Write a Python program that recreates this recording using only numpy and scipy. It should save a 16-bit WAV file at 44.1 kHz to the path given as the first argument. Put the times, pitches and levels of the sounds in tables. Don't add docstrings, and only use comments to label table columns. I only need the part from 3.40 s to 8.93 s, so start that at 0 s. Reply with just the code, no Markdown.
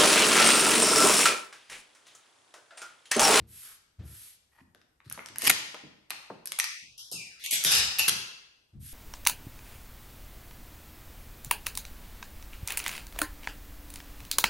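import sys
import numpy as np
from scipy import signal
from scipy.fft import rfft, irfft, next_fast_len
from scipy.io import wavfile
from scipy.ndimage import map_coordinates

SR = 44100
rng = np.random.default_rng(int(sys.argv[2]) if len(sys.argv) > 2 else 0)


def output_pcm(signal):
    pcm = np.clip(np.atleast_2d(signal).T, -1, 1) * 32767
    wavfile.write(sys.argv[1], SR, np.round(pcm).astype(np.int16))


N = 243873


def amp(db):
    return 10 ** (np.asarray(db) / 20)


def unit(x):
    return x / np.sqrt(np.mean(x ** 2) + 1e-20)


def along(points, hz):
    f, v = np.transpose(points)
    return np.interp(np.log(hz + 1), np.log(f + 1), v)


def wobble(rate, size):
    knots = rng.standard_normal(int(size * rate / SR) + 4)
    return map_coordinates(knots, [np.arange(size) * rate / SR])


def noise(size):
    return rng.standard_normal((2, size))


def add(track, s, x):
    start = max(round(s * SR), 0)
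    track[:, start:start + x.shape[1]] += x[:, :max(N - start, 0)]


def coloured(x, level_db, size=2048):
    gain = unit(amp(level_db(np.fft.rfftfreq(size, 1 / SR))))
    cepstrum = irfft(np.log(gain + 1e-6))
    cepstrum[1:size // 2] *= 2
    cepstrum[size // 2 + 1:] = 0
    impulse = irfft(np.exp(rfft(cepstrum)))
    return signal.fftconvolve(x, impulse[None], axes=1)


def paired(pair, likeness):
    size = next_fast_len(pair.shape[1] + 512)
    hz = np.fft.rfftfreq(size, 1 / SR)
    turn = np.arccos(np.clip(along(likeness, hz), -1, 1)) / 2
    mid, side = irfft(rfft(pair, size) * [np.cos(turn), np.sin(turn)], size)[:, :pair.shape[1]]
    return np.array([mid + side, mid - side])


# frequency in Hz, relative level in dB.
WALL_COLOUR = [(60, 16.5), (200, 1.5), (700, 3), (2000, 0.5), (6500, 2), (8000, 0), (11000, -7.5),
               (12500, -9), (14000, -24)]
# frequency in Hz, time to fall 60 dB in seconds.
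GARAGE_T60 = [(100, 0.5), (400, 0.78), (1000, 0.78), (2800, 0.79), (5000, 0.75), (7500, 0.59),
              (11000, 0.49), (15000, 0.31)]
# frequency in Hz, left-right likeness (0 to 1).
NEAR_LIKENESS = [(100, 0.96), (600, 0.96), (1500, 1), (3000, 0.53), (6000, 0.92), (8000, 0.95)]
# frequency in Hz, left-right likeness (0 to 1).
DIFFUSE_LIKENESS = [(100, 0.97), (300, 0.49), (600, 0.0061), (1200, 0)]


def in_garage(x, room_db, build=0.0012):
    hz, t, z = signal.stft(noise(SR * 3 // 4), SR, nperseg=256)
    decay_db = -60 * t / along(GARAGE_T60, hz)[:, None]
    fade = amp(decay_db + along(WALL_COLOUR, hz)[:, None]) * (1 - np.exp(-t / build))
    tail = signal.istft(z * fade, SR, nperseg=256)[1]
    tail /= np.linalg.norm(tail[0])
    out = amp(room_db) * paired(signal.fftconvolve(x, tail, axes=1), DIFFUSE_LIKENESS)
    out[:, :x.shape[1]] += paired(x, NEAR_LIKENESS)
    return out


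# start in seconds, level in dB, rise time in seconds.
LANDINGS = [(0, -50.5, 0.002), (.578, -42, 0.022), (5.325, -58, 0.012)]
# frequency in Hz, level in dB before the softening by a slow landing,
# time to fall 60 dB in seconds before the palm's damping.
HOOD_MODES = [(77.7, 3.5, 0.69), (112.2, 2, 0.61), (142.4, -20, 0.33), (184.4, -8, 0.36), (230, -20, 1),
              (281, -22, 0.48), (332.4, -11.5, 0.55), (460, -19.5, 0.96)]
# frequency in Hz, relative level in dB.
THUD_SPECTRUM = [(25, -32), (60, 8), (150, 2), (400, -13.5), (900, -25.5), (4000, -29), (12000, -51)]


def thumps(pad_db=-3, pad_t60=0.94):
    track, t = np.zeros((2, N)), np.arange(SR * 3 // 4) / SR
    settle = amp(-20 * (t / 0.35) ** 2)
    for s, db, rise in LANDINGS:
        ring = np.zeros(len(t))
        for hz, level, t60 in HOOD_MODES:
            strength = amp(level - 60 * t / t60) / np.hypot(1, hz * rise / 6)
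            phase = 2 * np.pi * (hz * t + rng.random()) + 0.5 * wobble(31.6, len(t))
            ring += strength * np.sin(phase)
        thud = coloured(noise(len(t)), lambda hz: along(THUD_SPECTRUM, hz))[:, :len(t)]
        thud = amp(pad_db - 60 * t / pad_t60) * paired(thud, NEAR_LIKENESS)
        landing = amp(db) * np.minimum(t / rise, 1) ** 2 * settle
        add(track, s, landing * (ring + thud))
    return track


# frequency in Hz, relative level in dB.
HUSH_SPECTRUM = [(20, -16.5), (50, -4.5), (85, -5.5), (150, -12), (400, -14.5), (1000, -18), (3000, -37),
                 (8000, -27.5), (12000, -27.5), (14000, -60.5)]


def still_air(level_db=-76):
    hush = coloured(noise(N), lambda hz: along(HUSH_SPECTRUM, hz))[:, :N]
    return amp(level_db) * unit(paired(hush, DIFFUSE_LIKENESS))


# start in seconds, length in seconds, hiss level and drag level in dB
# before their common gains, moment of hardest pressure in seconds.
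PALM_STROKES = [(0.064, .33, -47, -55.5, 0.3), (0.624, 0.36, -48.5, -59.5, 0.7),
                (1.075, 0.19, -74, -73, 1.19), (5.393, 0.2, -46.5, -71.5, 5.55)]
# frequency in Hz, relative level in dB.
HISS_SPECTRUM = [(60, -53), (750, -28), (1500, -12), (3000, -7), (6500, -8.5), (8500, -4.5), (9800, 1.5),
                 (11300, 5.5), (12300, -4), (14000, -12), (15800, -7)]
# frequency in Hz, relative level in dB.
DRAG_SPECTRUM = [(60, -14), (400, -15), (750, -14), (1400, 0.5), (2200, -5), (4000, -11), (8000, -12),
                 (15000, -46)]
SPEED_POWER = 1.11
PRESS_S = 0.073


def glide(hiss_db=-1, drag_db=-3.5, grain_db=1.37, grain_rate=160, room_db=-5):
    track = np.zeros((2, N))
    for s, length, light_db, heavy_db, pressed_s in PALM_STROKES:
        t = np.arange(int(length * SR)) / SR
        speed = np.sin(np.pi * t / length)
        pressure = np.exp(-np.abs(s + t - pressed_s) / PRESS_S)
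        grain = grain_db * wobble(grain_rate, len(t))
        hiss_gain = speed ** SPEED_POWER * amp(light_db + hiss_db + grain / 2)
        drag_gain = np.sqrt(speed) * pressure * amp(heavy_db + drag_db + grain * 2)
        hiss = coloured(hiss_gain * noise(len(t)), lambda hz: along(HISS_SPECTRUM, hz))
        drag = coloured(drag_gain * noise(len(t)), lambda hz: along(DRAG_SPECTRUM, hz))
        add(track, s, in_garage(hiss + drag, room_db))
    return track


# frequency in Hz, relative level in dB before bumps, slope and ring.
FILM_SPECTRUM = [(40, -34), (150, -14), (500, -13.5), (1000, -5.5), (1550, -2.5), (2000, -0.5), (2700, 0),
                 (4000, -1.5), (6000, -1), (7500, -5), (9500, 0), (11200, 6), (12500, -6.5), (14000, -25),
                 (16000, -35.5)]


def film(drive, treble_db, ring_hz, ring_db, ring_octaves=0.28, uneven_db=4.0, tilt=1.26):
    bumps = np.column_stack([np.geomspace(500, 14000, num=24), uneven_db * rng.standard_normal(24)])

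    def voice_db(hz):
        slope = tilt * (treble_db + 6.0) * np.clip(np.log2(hz / 2000 + 1e-3) / 2, 0, 1.3)
        ring = ring_db * np.exp(-(np.log2((hz + 1) / ring_hz) / ring_octaves) ** 2)
        return along(FILM_SPECTRUM, hz) + along(bumps, hz) + slope + ring

    return coloured(drive, voice_db)


# start in seconds, length in seconds, level at the louder end in dB,
# growth over the run in dB, treble balance in dB before the film's tilt, tail level in dB re the near sound.
BUCKLING_RUNS = [(1.11, .105, -58.5, 20, -29.5, -8), (1.641, 0.12, -54.5, 14, -13.5, -4),
                 (1.991, 0.08, -26.5, 21, -9, 1), (2.067, 0.014, -16.5, 2.5, -6, -11),
                 (2.0958, 0.011, -15, 0.5, -10, -18), (2.697, 0.014, -45, 13.5, -5, 2.5),
                 (3.055, 0.035, -52, -2, -5, 2.5), (3.187, .013, -29.5, -10, -9, -11),
                 (3.577, 0.036, -46.5, -6.5, -3, 9), (3.716, 0.087, -32.5, -27.5, -7, 4),
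                 (3.991, .045, -52.5, 6, -8, 10), (4.038, 0.028, -37.5, -2, -7, 4.5),
                 (4.107, .054, -27.5, 0.5, -3, 3), (4.244, 0.059, -29, 1.5, -4, 6.5),
                 (4.304, .105, -24.5, -5, -3, 2.5), (4.585, 0.021, -23.5, -1.5, -5.5, 2.5),
                 (4.6791, 0.018, -19.5, -0.5, -4.5, -3)]
BUCKLE_HZ, BUCKLE_DB_PER_OCTAVE = 3770, 12


def crumples(clump_db=3.5, clump_rate=420, grit_db=2.5, ring_db=3.5, surge_db=1.5, surge_rate=110):
    track = np.zeros((2, N))
    for s, length, db, growth_db, treble_db, room_db in BUCKLING_RUNS:
        size = int(length * SR)
        strain_db = clump_db * wobble(clump_rate, size) + grit_db * wobble(4000, size)
        clumps = amp(np.minimum(strain_db, 6))
        run = unit(signal.windows.tukey(size, 0.12) * clumps * noise(size))
        surges = unit(amp(surge_db * wobble(surge_rate, size)))
        pull = surges * amp(np.linspace(0, growth_db, size) - max(growth_db, 0))
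        ring_hz = BUCKLE_HZ * 2 ** (treble_db / BUCKLE_DB_PER_OCTAVE)
        crackle = film(pull * run, treble_db, ring_hz, ring_db)
        add(track, s, amp(db) * in_garage(crackle, room_db))
    return track


# start in
# seconds, level in dB, centre frequency in Hz.
FOLD_FLAPS = [(1.205, -59, 165), (1.347, -62, 410), (1.66, -52.5, 165), (1.776, -47.5, 440),
              (1.898, -55, 234), (2.03, -40.5, 336), (2.071, -41.5, 263), (2.098, -41.5, 392),
              (2.343, -41, 720), (2.433, -48.5, 277), (2.9, -36.5, 800), (2.903, -42.5, 344),
              (3.42, -66, 150), (3.718, -49, 388), (3.735, -53, 187), (4.125, -47.5, 367),
              (4.25, -43.5, 283), (4.341, -47.5, 113), (4.69, -47.5, 202), (5.344, -45.5, 116)]
FLAP_CYCLES = 7.3


def flaps(rise=0.00023, upper_skirt_db=10, lower_skirt_db=4, room_db=-8):
    track, t = np.zeros((2, N)), np.arange(SR // 6) / SR
    for s, db, centre_hz in FOLD_FLAPS:
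        shape = (1 - np.exp(-t / rise)) * np.exp(-t * centre_hz / FLAP_CYCLES)

        def band_db(hz):
            skirt_db = np.where(hz > centre_hz, upper_skirt_db, lower_skirt_db)
            return np.maximum(-skirt_db * np.log2((hz + 1) / centre_hz) ** 2, -70)

        puff = coloured(shape * noise(len(t)), band_db)
        puff *= np.linalg.norm(shape) / shape.max() / np.linalg.norm(puff[0])
        add(track, s, amp(db) * in_garage(puff, room_db))
    return track


# start in seconds, level in dB before the common gain,
# treble balance in dB before the film's tilt.
CREASE_SNAPS = [(1.348, -42.5, -17.5), (1.415, -49, -19), (1.603, -44, -33), (1.699, -28, 2.5),
                (1.713, -32, -18), (1.725, -21, 8.5), (1.776, -29.5, -36), (1.792, -26.5, -39),
                (1.860, -28.5, -6.5), (1.886, -33.5, -12), (1.959, -27.5, -14.5), (1.984, -17, 4),
                (2.020, -17.5, -1), (2.042, -19, 1), (2.098, -7.5, -5.5), (2.102, -12.5, -7),
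                (2.112, -11, -4.5), (2.345, -29, -15.5), (2.705, -17.5, -9.5), (2.714, -25.5, -25.5),
                (3.057, -22, 4.5), (3.073, -21, 2), (3.120, -17.5, -4.5), (3.189, -13, -2),
                (3.199, -7.5, -4), (3.242, -16.5, -8.5), (3.715, -26, 2), (4.062, -20, -6), (4.239, -13, 5),
                (4.248, -9, -4)]
CREASE_HZ, CREASE_DB_PER_OCTAVE = 2340, 30
FOLLOW_S, FOLLOW_DB = (0.003, 0.013), -12


def snaps(level_db=-6, rise=0.00029, life=0.0011, ring_db=4.0, room_db=-3.0):
    track, t = np.zeros((2, N)), np.arange(SR // 80) / SR
    shape = (1 - np.exp(-t / rise)) * np.exp(-t / life)
    for s, db, treble_db in CREASE_SNAPS:
        ring_hz = CREASE_HZ * 2 ** (treble_db / CREASE_DB_PER_OCTAVE)
        for delay, weaker_db in [(0, 0), (rng.uniform(*FOLLOW_S), FOLLOW_DB)]:
            kick = rfft(shape * noise(len(t)))
            burst = irfft(kick / np.abs(kick), len(t)) * np.exp(-(t / life / 4) ** 2)
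            burst = unit(burst) * np.sqrt(np.mean(shape ** 2)) / shape.max()
            snap = in_garage(film(burst, treble_db, ring_hz, ring_db), room_db)
            add(track, s + delay, amp(db + weaker_db + level_db) * snap)
    return track


# time in seconds, upper edge in Hz.
HOLLOW_EDGE = [(3.15, 377), (3.3, 887), (3.5, 2150), (3.688, 3170), (3.801, 2230), (3.98, 1160),
               (4.1, 2180), (4.15, 1476), (4.3, 1260)]
HOLLOW_DB, HOLLOW_DIP_DB = 15, 16
HOLLOW_DIP_OCTAVES = 0.4
HOLLOW_IN_S, HOLLOW_OUT_S = 0.03, 0.23


def hollowed(x):
    hz, t, z = signal.stft(x, SR, nperseg=1024)
    s, edge_hz = np.transpose(HOLLOW_EDGE)
    octaves = np.log2((hz[:, None] + 1) / np.interp(t, s, edge_hz))
    shelf = (1 - np.tanh(octaves / 0.06)) / 2
    dip = np.exp(-(octaves / HOLLOW_DIP_OCTAVES + 1) ** 4)
    fade = np.clip(np.minimum((t - s[0]) / HOLLOW_IN_S, (s[-1] - t) / HOLLOW_OUT_S), 0, 1)
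    cut_db = fade * shelf * (HOLLOW_DB + HOLLOW_DIP_DB * dip)
    return signal.istft(z * amp(-cut_db), SR, nperseg=1024)[1][:, :N]


def scene():
    hand = thumps() + glide()
    creases = hollowed(crumples() + snaps())
    return hand + still_air() + creases + flaps()


# frequency in Hz, left minus right level in dB.
LEFT_LEAN = [(100, 1.5), (500, 0.5), (1200, 2), (2500, 1.5), (5500, 3.5), (8000, 1), (12000, 1.5)]
TOP_HZ = 16400


def record(dry):
    size = next_fast_len(N + SR // 2)
    hz = np.fft.rfftfreq(size, 1 / SR)
    left, right = rfft(dry, size)
    merge = np.interp(hz, [8000, 9400], [0, np.pi / 2 * 0.8])
    turn = np.pi * np.interp(hz, [8600, 11800, 12300, 13300], [0, 2, 2, 3])
    right = (np.cos(merge) * right + np.sin(merge) * left) * np.exp(1j * turn)
    lean = amp(np.outer([0.5, -0.5], along(LEFT_LEAN, hz)))
    low_pass = np.clip((TOP_HZ - hz) / 400, 0, 1)
    return irfft(np.array([left, right]) * lean * low_pass, size)[:, :N]


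dry = scene()
out = record(dry)
output_pcm(out)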